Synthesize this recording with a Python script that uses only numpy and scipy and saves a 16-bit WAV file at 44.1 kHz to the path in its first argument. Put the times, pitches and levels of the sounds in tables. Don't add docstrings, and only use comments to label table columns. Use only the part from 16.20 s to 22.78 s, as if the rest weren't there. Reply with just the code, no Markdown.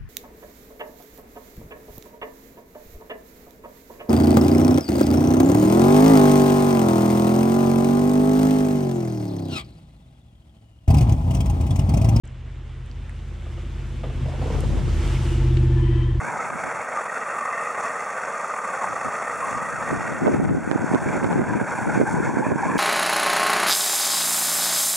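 import sys
import numpy as np
from scipy import signal
from scipy.fft import rfft, irfft, next_fast_len
from scipy.io import wavfile
from scipy.ndimage import uniform_filter1d, map_coordinates

SR = 44100
rng = np.random.default_rng(int(sys.argv[2]) if len(sys.argv) > 2 else 0)


def unload_wav(signal):
    wavfile.write(
        sys.argv[1],
        SR,
        np.round(np.clip(np.atleast_2d(signal).T, -1, 1) * 32767).astype(np.int16),
    )


N = 290178
TIME = np.arange(N) / SR

# time_s, openness (0 flame close on its target, 1 burning freely), pitch_ratio
NOZZLE_AIM = [(0, 0.5, 0.99), (.12, 0.96, 1.04), (.22, 0.5, 0.99), (.42, 0.63, 1.03), (.8, 0.4, 1),
              (1.05, 0.36, 1.02), (1.4, 0.04, 0.95), (1.65, 0.32, 1.02), (2.05, 0.48, 1.025),
              (2.45, 0.39, 1.02), (2.65, 0.48, 0.98), (2.95, 0.35, 0.98), (3.6, 0.39, 1.02),
              (4.25, 0.64, 0.97), (4.8, 0.73, 1.036), (5.8, 0.85, 1.005), (6.3, 1, 1.05), (6.58, 1, 1.066)]
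# time_s, roar_db, hiss_db
TORCH_LEVELS = [(0, -31.5, -48), (0.6, -31, -48), (1.0, -30.5, -47.5), (1.3, -28, -47), (1.85, -31, -47),
                (2.1, -30.5, -47.5), (2.45, -29.5, -47), (3.0, -29.5, -46), (3.4, -29.5, -46),
                (4.0, -31, -48), (4.14, -33, -48.5), (4.19, -36.5, -52.5), (4.4, -38, -53.5),
                (4.6, -33, -49.5), (4.9, -31.5, -46.5), (5.27, -33, -51), (5.44, -33, -51),
                (5.5, -31, -46.5), (5.98, -31, -47.5), (6.3, -32.5, -50.5), (6.55, -29.5, -47)]
# frequency_hz, level_db
ROAR_TONE = [(60, -23.5), (200, -11.5), (340, -16), (480, -3), (620, -1), (800, -3), (1100, -6.5),
             (1500, -6), (1900, -11.5), (2300, -11.5), (2700, -17.5), (4500, -29), (9000, -85)]
# time_s, pitch_hz, level_db
HOLLOW_NOTE = [(0, 1239, 4.5), (.4, 1233, 6), (.78, 1203, 4.5), (.97, 1268, 5.5), (1.08, 1202, 6.5),
               (1.24, 1165, 8.5), (1.4, 1212, 9), (1.55, 1235, 7), (1.63, 1154, 9.5), (1.78, 1262, 6),
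               (1.9, 1202, 4), (2.1, 1188, 5.5), (2.35, 1233, 8.5), (2.56, 1154, 6), (2.9, 1220, 7.5),
               (3.15, 1225, 6.5), (3.26, 1146, 7), (3.4, 1219, 8.5), (3.56, 1260, 7.5), (3.67, 1160, 3.5),
               (3.75, 1239, 4), (4.2, 1222, -1), (5.8, 1218, -4), (6.58, 1224, -18)]
# pitch_hz, width_hz, level_db
CLOSE_NOTES = [(1851, 130, 5), (2004, 240, -3), (2600, 320, -7.5)]
# pitch_hz, width_hz, level_db
OPEN_NOTES = [(877, 356, 2.5), (1513, 317, 3.5), (2147, 460, -4.5)]
# pitch_hz, width_hz, level_db
HIGH_NOTE = [(2110, 200, -2.5)]
# time_s, level_db
HIGH_NOTE_FADE = [(0, 1.5), (.5, 0.5), (.75, -21), (1.1, -40)]
# frequency_hz, width_hz, share_cut_when_close, share_cut_when_open
ROAR_VALLEYS = [(706, 85, 0.27, 0), (1217, 157, 0.069, 0.68), (1700, 73, 0.42, 0), (1924, 150, 0.052, 0.39),
                (2270, 210, 0.23, 0.17)]
# frequency_hz, level_db
HISS_TONE_WITH_GAP = [(200, -60), (1500, -24), (3400, -5.5), (4500, -0.5), (5400, 6), (5750, 2), (6400, 5),
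                      (7300, 3.5), (8400, -1), (9600, -.5), (11300, -14.5), (12000, -49), (13700, -58),
                      (15000, -15.5)]
# pitch_hz, width_hz, level_db
TUBE_NOTES = [(3390, 190, -4), (4480, 175, 0.5), (5420, 270, -0.5), (7270, 440, -0.5), (7950, 250, -3.5)]
# peak_s, length_s, roar_change_db, hiss_change_db
SWELLS_AND_DIPS = [(0.153, 0.025, 0.5, 1), (0.684, 0.07, -2, -1), (1.556, 0.031, -2, -1.5),
                   (1.643, 0.11, 2, 3), (1.661, 0.012, 3, 4), (2.643, 0.04, 2, 3.3), (3.168, 0.052, -2, -1),
                   (3.276, 0.1, 1, 1.5), (3.71, 0.073, 2, 2), (4.015, 0.049, -3.5, -1.5),
                   (4.819, .035, -2.5, 0), (4.918, 0.057, 1.5, 0.5), (5.344, .018, 3.5, 0),
                   (5.411, .016, 2.5, 2), (5.511, 0.023, 4.5, 3), (5.702, .015, 3, 1),
                   (5.752, 0.04, 3, 2.5), (5.837, 0.063, -3, -1.5), (5.875, .025, 2, 2),
                   (5.912, 0.066, 0.5, 4.5), (6.054, 0.04, 2.5, 1.5), (6.12, 0.054, -3.5, -2),
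                   (6.271, .035, 1.5, 2), (6.345, 0.043, -2, -2.5), (6.408, 0.0096, 3, 0.5),
                   (6.462, .016, 3.5, 0), (6.5, 0.056, .5, 1.5)]
# frequency_hz, level_db
SCATTER_TONE = [(300, -21), (700, -23), (1300, -23.5), (1800, -17), (3400, -20), (6500, -27), (7700, -5),
                (8400, -8), (9200, -11.5), (11000, -15), (15000, -5)]
# frequency_hz, width_hz
TONE_GAPS = [(3000, 910), (4000, 870), (5000, 1350)]
# time_s, level_db
BREEZE_LEVELS = [(0, -44), (.55, -47.5), (.7, -55.5), (1.7, -65.5), (2.2, -61), (3.0, -53), (3.35, -43),
                 (3.65, -40), (3.72, -36), (3.98, -37), (4.03, -26), (4.35, -27), (4.43, -33), (4.5, -32.5),
                 (5.36, -30), (5.49, -38), (5.54, -31), (5.95, -31), (6.42, -33), (6.58, -29.5)]
# frequency_hz, level_db
RUMBLE_TONE = [(15, -60), (28, -45), (45, -40), (70, -14.5), (100, -10.5), (140, -1.5), (220, 0.5),
               (330, -2), (500, -9.5), (750, -22), (1000, -27.5), (1500, -41), (3000, -74), (12000, -68)]
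# peak_s, length_s, peak_db, left_minus_right_db
WIND_GUSTS = [(0.048, 0.051, -37.5, -4.5), (0.352, 0.043, -37.5, -5), (0.463, 0.04, -40, -8.5),
              (2.71, 0.07, -40.5, -1.5), (2.868, 0.034, -34, 1), (3.36, 0.063, -39.5, 5.5),
              (3.737, 0.048, -26, -1), (3.923, 0.036, -31, 5), (4.077, 0.05, -19.5, -4),
              (4.139, .06, -23.5, 5), (4.234, 0.049, -25, 3), (4.321, 0.082, -25.5, 6),
              (4.532, 0.039, -28, -6.5), (4.624, 0.041, -28, 6), (4.74, 0.038, -21, 0),
              (4.878, 0.045, -25, -0.5), (4.959, 0.035, -25, -3), (5.053, 0.059, -24.5, -6),
              (5.124, 0.0301, -22, 4), (5.19, 0.062, -23, 0), (5.318, .025, -25, 6), (5.355, 0.029, -25, 8),
              (5.412, 0.031, -25, 0), (5.69, 0.0451, -26, 4), (5.765, 0.034, -23, 0),
              (5.815, 0.035, -19, -4), (5.938, .03, -25, 1), (5.981, 0.045, -24.5, 1), (6.04, .025, -27, 2),
              (6.085, 0.031, -24.5, 1), (6.143, 0.021, -27.5, 0), (6.201, .03, -24.5, -6),
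              (6.316, 0.038, -22, -5), (6.486, 0.052, -27.5, -1.5), (6.552, 0.027, -24, -2)]
# peak_s, length_s, pitch_hz, peak_db
FLAME_HOOTS = [(0.102, 0.041, 978, -31), (0.207, .045, 1273, -29), (0.78, 0.035, 1200, -26),
               (1.193, 0.032, 1174, -29), (1.29, 0.057, 1190, -30), (0.962, .04, 1430, -33),
               (2.633, .035, 904, -28), (2.875, 0.071, 1210, -30), (3.243, 0.055, 1100, -29),
               (3.396, 0.063, 1223, -29.5), (4.765, 0.032, 1016, -30.5), (5.343, 0.015, 970, -25.5),
               (5.878, .03, 831, -26), (6.068, 0.02, 925, -28), (6.231, 0.015, 893, -22.5),
               (6.435, 0.027, 857, -22.5), (6.489, 0.031, 1026, -26)]
# time_s, peak_db, port (0 left, 1 right), bluntness_ms
PORT_POPS = [(4.0203, -6, 0, 0.41), (4.0703, -2, 1, 0.028), (4.1411, -8, 0, 0.037), (4.1993, -3, 1, 0.35),
             (4.2499, -7, 0, .06), (4.296, -6.5, 0, 0.059), (4.3264, -10, 0, 0.47), (4.35, -6, 0, .4),
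             (4.3699, -6.5, 1, 0.34), (4.476, -6.5, 0, 0.34), (4.5141, 1.5, 1, 0.0099),
             (4.5588, 0, 1, 0.31), (4.643, -2.5, 0, 0.69), (4.7147, -4, 1, 0.47), (4.7478, 1.5, 1, 0.027),
             (4.756, -4, 1, .4), (4.9047, -7.5, 1, 0.8), (5.0437, -1, 1, 0.028), (5.1292, -3.5, 0, .02),
             (5.1586, -3.5, 0, 0.41), (5.1943, -2, 1, 0.34), (5.218, -3.5, 1, 0.11), (5.323, -8.5, 0, .6),
             (5.357, -7, 0, 0.52), (5.4142, -3, 1, 0.28), (5.7761, -3, 1, 0.56), (5.8, -5, 1, .4),
             (5.8141, -2.5, 1, .3), (5.942, -5, 0, 0.27), (5.9719, -7.5, 1, .3), (6.004, -3.5, 0, 0.27),
             (6.075, -6.5, 1, 0.31), (6.0935, -6, 0, 0.42), (6.1711, -2, 1, 0.23), (6.1945, -4.5, 1, .4),
             (6.2664, -2.5, 1, 0.42), (6.32, -1, 1, 0.21), (6.3586, -4, 1, 0.57), (6.5565, -7, 0, 0.35)]
# peak_s, length_s, speed_ratio
AIR_RUSHES = [(4.082, .05, 1.41), (4.269, .2, 0.82), (4.751, 0.02493, 1.3), (5.812, .04, 1.34)]


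def from_db(db):
    return 10 ** (np.asarray(db) / 20)


def unit_level(x):
    return x / np.sqrt(np.mean(x ** 2) + 1e-20)


def in_time(rows):
    time_s, *columns = np.transpose(rows)
    return [np.interp(TIME, time_s, column) for column in columns]


def coloured(x, tone):
    hz, level_db = np.transpose(tone)
    size = next_fast_len(N)
    bins_hz = np.maximum(np.fft.rfftfreq(size, 1 / SR), 1)
    gain = from_db(np.interp(np.log(bins_hz), np.log(hz), level_db))
    return irfft(rfft(x, size) * gain, size)[..., :N]


def drift(rate_hz):
    size = 2 ** 14
    bins_hz = np.fft.rfftfreq(size, N / SR / size)
    slow = irfft(rfft(rng.standard_normal(size)) / (1 + (bins_hz / rate_hz) ** 4) ** .5, size)
    return np.interp(TIME, np.linspace(0, N / SR, size), unit_level(slow))


def keep_band(x, hz, kind, order):
    return signal.sosfilt(signal.butter(order, hz, kind, fs=SR, output="sos"), x)


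def around(time_s, reach_s):
    return slice(*np.searchsorted(TIME, [time_s - reach_s, time_s + reach_s]))


def hump(peak_s, length_s):
    out, near = np.zeros(N), around(peak_s, 2 * length_s)
    out[near] = np.exp(-(2 * (TIME[near] - peak_s) / length_s) ** 2)
    return out


def ringing(notes, pitch_ratio):
    size = next_fast_len(N + N // 4, real=True)
    bins_hz = np.fft.rfftfreq(size, 1 / SR)
    power = sum((from_db(level_db) / (1 + (2 * (bins_hz - hz) / width_hz) ** 2)) ** 2
                for hz, width_hz, level_db in notes)
    noise = irfft(rfft(rng.standard_normal(size)) * np.sqrt(power), size)
    return np.interp(np.cumsum(pitch_ratio), np.arange(size), noise)


def flame(flutter, flutter_db=1.14, ring_flutter_db=2.0, flicker_db=1.45, open_treble_db=-4, trim_db=0.42):
    openness, pitch_ratio = in_time(NOZZLE_AIM)
    pitch_ratio = pitch_ratio * (1 + .022 * drift(13))
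    surges = rng.standard_normal(N) * from_db(flutter_db * flutter + flicker_db * drift(77))
    notes = flame_notes(openness, pitch_ratio) * from_db(ring_flutter_db * flutter)
    roar = keep_band(coloured(surges, ROAR_TONE) + notes, 130, "high", order=2)
    roar = valleys(ground_echo(roar, openness, pitch_ratio), openness)
    body = signal.sosfiltfilt(signal.butter(2, 1750, fs=SR, output="sos"), roar)
    roar = body + from_db(open_treble_db * openness ** 2) * (roar - body)
    note_band = keep_band(roar, [1000, 2700], "band", order=4)
    steady = roar / np.sqrt(uniform_filter1d(note_band ** 2, size=3600))
    roar_db, _ = in_time(TORCH_LEVELS)
    return from_db(roar_db + trim_db) * steady


def flame_notes(openness, pitch_ratio, close_db=-0.5, open_db=1, least_open_share=0.29):
    notes = hollow_note() + (1 - openness) * from_db(close_db) * swirling(CLOSE_NOTES)
    notes += np.maximum(openness, least_open_share) * from_db(open_db) * swirling(OPEN_NOTES, pitch_ratio)
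    fade_db, = in_time(HIGH_NOTE_FADE)
    return notes + from_db(fade_db) * ringing(HIGH_NOTE, pitch_ratio)


def hollow_note(width_hz=185, evenness=0.18, wander=.02, trim_db=0.5):
    hz, level_db = in_time(HOLLOW_NOTE)
    pitch_ratio = hz / hz.mean() * (1 + wander * drift(12.96))
    note = ringing([(hz.mean(), width_hz, trim_db)], pitch_ratio)
    loudness = unit_level(np.abs(signal.hilbert(note, next_fast_len(N))[:N]))
    return from_db(level_db) * note / (loudness + 1e-6) ** evenness


def swirling(notes, pitch_ratio=1, wander=.014, waver_db=2.0, rate_hz=12):
    out = np.zeros(N)
    for note in notes:
        ring = ringing([note], pitch_ratio * (1 + wander * drift(rate_hz)))
        out += ring * from_db(waver_db * drift(rate_hz))
    return out


def ground_echo(roar, openness, pitch_ratio, delay_s=0.001505, close_gain=0.058, open_gain=-0.22):
    gain = close_gain + (open_gain - close_gain) * openness ** 6.1
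    return roar + gain * np.interp(TIME - delay_s / pitch_ratio, TIME, roar)


def valleys(roar, openness):
    for hz, width_hz, close_share, open_share in ROAR_VALLEYS:
        share = close_share * (1 - openness ** 2) + open_share * openness ** 2
        roar = roar - share * signal.lfilter(*signal.iirpeak(hz, hz / width_hz, fs=SR), roar)
    return roar


def gas_jet(flutter, flutter_db=0.7, flicker_db=1.72, split_hz=7500, tube_db=3, sway_hz=7, trim_db=2.5):
    hiss = coloured(rng.standard_normal(N), HISS_TONE_WITH_GAP)
    hiss += from_db(tube_db) * ringing(TUBE_NOTES, 1 + .006 * drift(sway_hz))
    lows = signal.sosfiltfilt(signal.butter(4, split_hz, fs=SR, output="sos"), hiss)
    highs = hiss - lows
    tilt_db = 0.77 * drift(sway_hz)
    lows = lows * from_db(flicker_db * drift(70) - tilt_db)
    highs = highs * from_db(flicker_db * drift(79) + tilt_db)
    _, hiss_db = in_time(TORCH_LEVELS)
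    return from_db(hiss_db + trim_db + flutter_db * flutter) * unit_level(lows + highs)


def torch(flutter_hz=50, swell_hz=6, swell_db=0.5, left_db=-0.13):
    flutter = unit_level(keep_band(drift(flutter_hz), 18, "high", order=2))
    swell = unit_level(keep_band(drift(swell_hz), swell_hz / 2, "high", order=2))
    changes_db = sum(np.outer([roar_db, hiss_db], hump(peak_s, length_s))
                     for peak_s, length_s, roar_db, hiss_db in SWELLS_AND_DIPS)
    roar_gain, hiss_gain = from_db(changes_db + swell_db * swell)
    middle, scattered = [roar_gain * flame(flutter) + hiss_gain * gas_jet(flutter) for _ in range(2)]
    middle = middle + hoots()
    side = coloured(scattered, SCATTER_TONE)
    sound = np.array([(middle + side) * from_db(left_db), (middle - side) * from_db(-left_db)])
    for hz, width_hz in TONE_GAPS:
        sound = signal.lfilter(*signal.iirnotch(hz, hz / width_hz, fs=SR), sound)
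    return sound


def wind(gusts, widening=0.25, lean_db=1.0, sway_db=1.5, sway_hz=7.09):
    breeze_db, = in_time(BREEZE_LEVELS)
    breeze = from_db([breeze_db + side_db + sway_db * drift(sway_hz) for side_db in (lean_db, -lean_db)])
    left_db, right_db = 10 * np.log10(gusts + breeze ** 2)
    ports = np.array([rumble(left_db, calm_speed=.72), rumble(right_db, calm_speed=.92)]) + pops()
    return ports - widening * ports[::-1]


def rumble(level_db, calm_speed, gust_speed=.25, strong_wind_db=-20, lump_db=3.0, trim_db=2.02):
    swirls = coloured(rng.standard_normal(N) * from_db(lump_db * drift(45)), RUMBLE_TONE)
    speed = calm_speed + gust_speed * from_db(level_db - strong_wind_db)
    for peak_s, length_s, speed_ratio in AIR_RUSHES:
        speed = speed * speed_ratio ** hump(peak_s, length_s)
    swept = map_coordinates(swirls, [np.cumsum(speed)], order=3, mode="mirror")
    return from_db(level_db + trim_db) * swept / np.sqrt(uniform_filter1d(swept ** 2, size=3000))


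def gust_power():
    return sum(from_db([[peak_db + lean_db / 2], [peak_db - lean_db / 2]]) ** 2 * hump(peak_s, length_s)
               for peak_s, length_s, peak_db, lean_db in WIND_GUSTS)


def hoots(spread_hz=45):
    out = np.zeros(N)
    wobble = drift(spread_hz) + 1j * drift(spread_hz)
    for peak_s, length_s, hz, peak_db in FLAME_HOOTS:
        near = around(peak_s, 2 * length_s)
        swell = hump(peak_s, length_s)[near]
        tone = np.real(wobble[near] * np.exp(2j * np.pi * hz * TIME[near]))
        out[near] += from_db(peak_db) * swell * tone / np.sqrt(np.average(tone ** 2, weights=swell ** 2))
    return out


def pops(width_ms=0.3, port_hz=280, port_width_hz=130, ring_gain=0.63, trim_db=-0.5):
    spikes = np.full((2, N), 1e-18)
    for time_s, peak_db, port, blunt_ms in PORT_POPS:
        near = around(time_s, .01)
        away_ms = np.hypot((TIME[near] - time_s) * 1000, blunt_ms) - blunt_ms
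        spikes[port, near] += from_db(peak_db) * np.exp(-away_ms / (width_ms + 0.21 * blunt_ms))
    ring = signal.lfilter(*signal.iirpeak(port_hz, port_hz / port_width_hz, fs=SR), spikes)
    return from_db(trim_db) * keep_band(spikes + ring_gain * ring, 140, "high", order=3)


def scene(deepest_dip_db=-1, dip_delay_s=0.02, strong_gust_db=-23):
    gusts = gust_power()
    gust_strength = np.sqrt(gusts.mean(axis=0)) / from_db(strong_gust_db)
    dip_db = deepest_dip_db * np.tanh(np.interp(TIME - dip_delay_s, TIME, gust_strength))
    return torch() * from_db(dip_db) + wind(gusts)


def record(dry, cutoff_hz=15800):
    return signal.sosfilt(signal.ellip(12, .1, 90, cutoff_hz, fs=SR, output="sos"), dry)


dry = scene()
out = record(dry)
unload_wav(out)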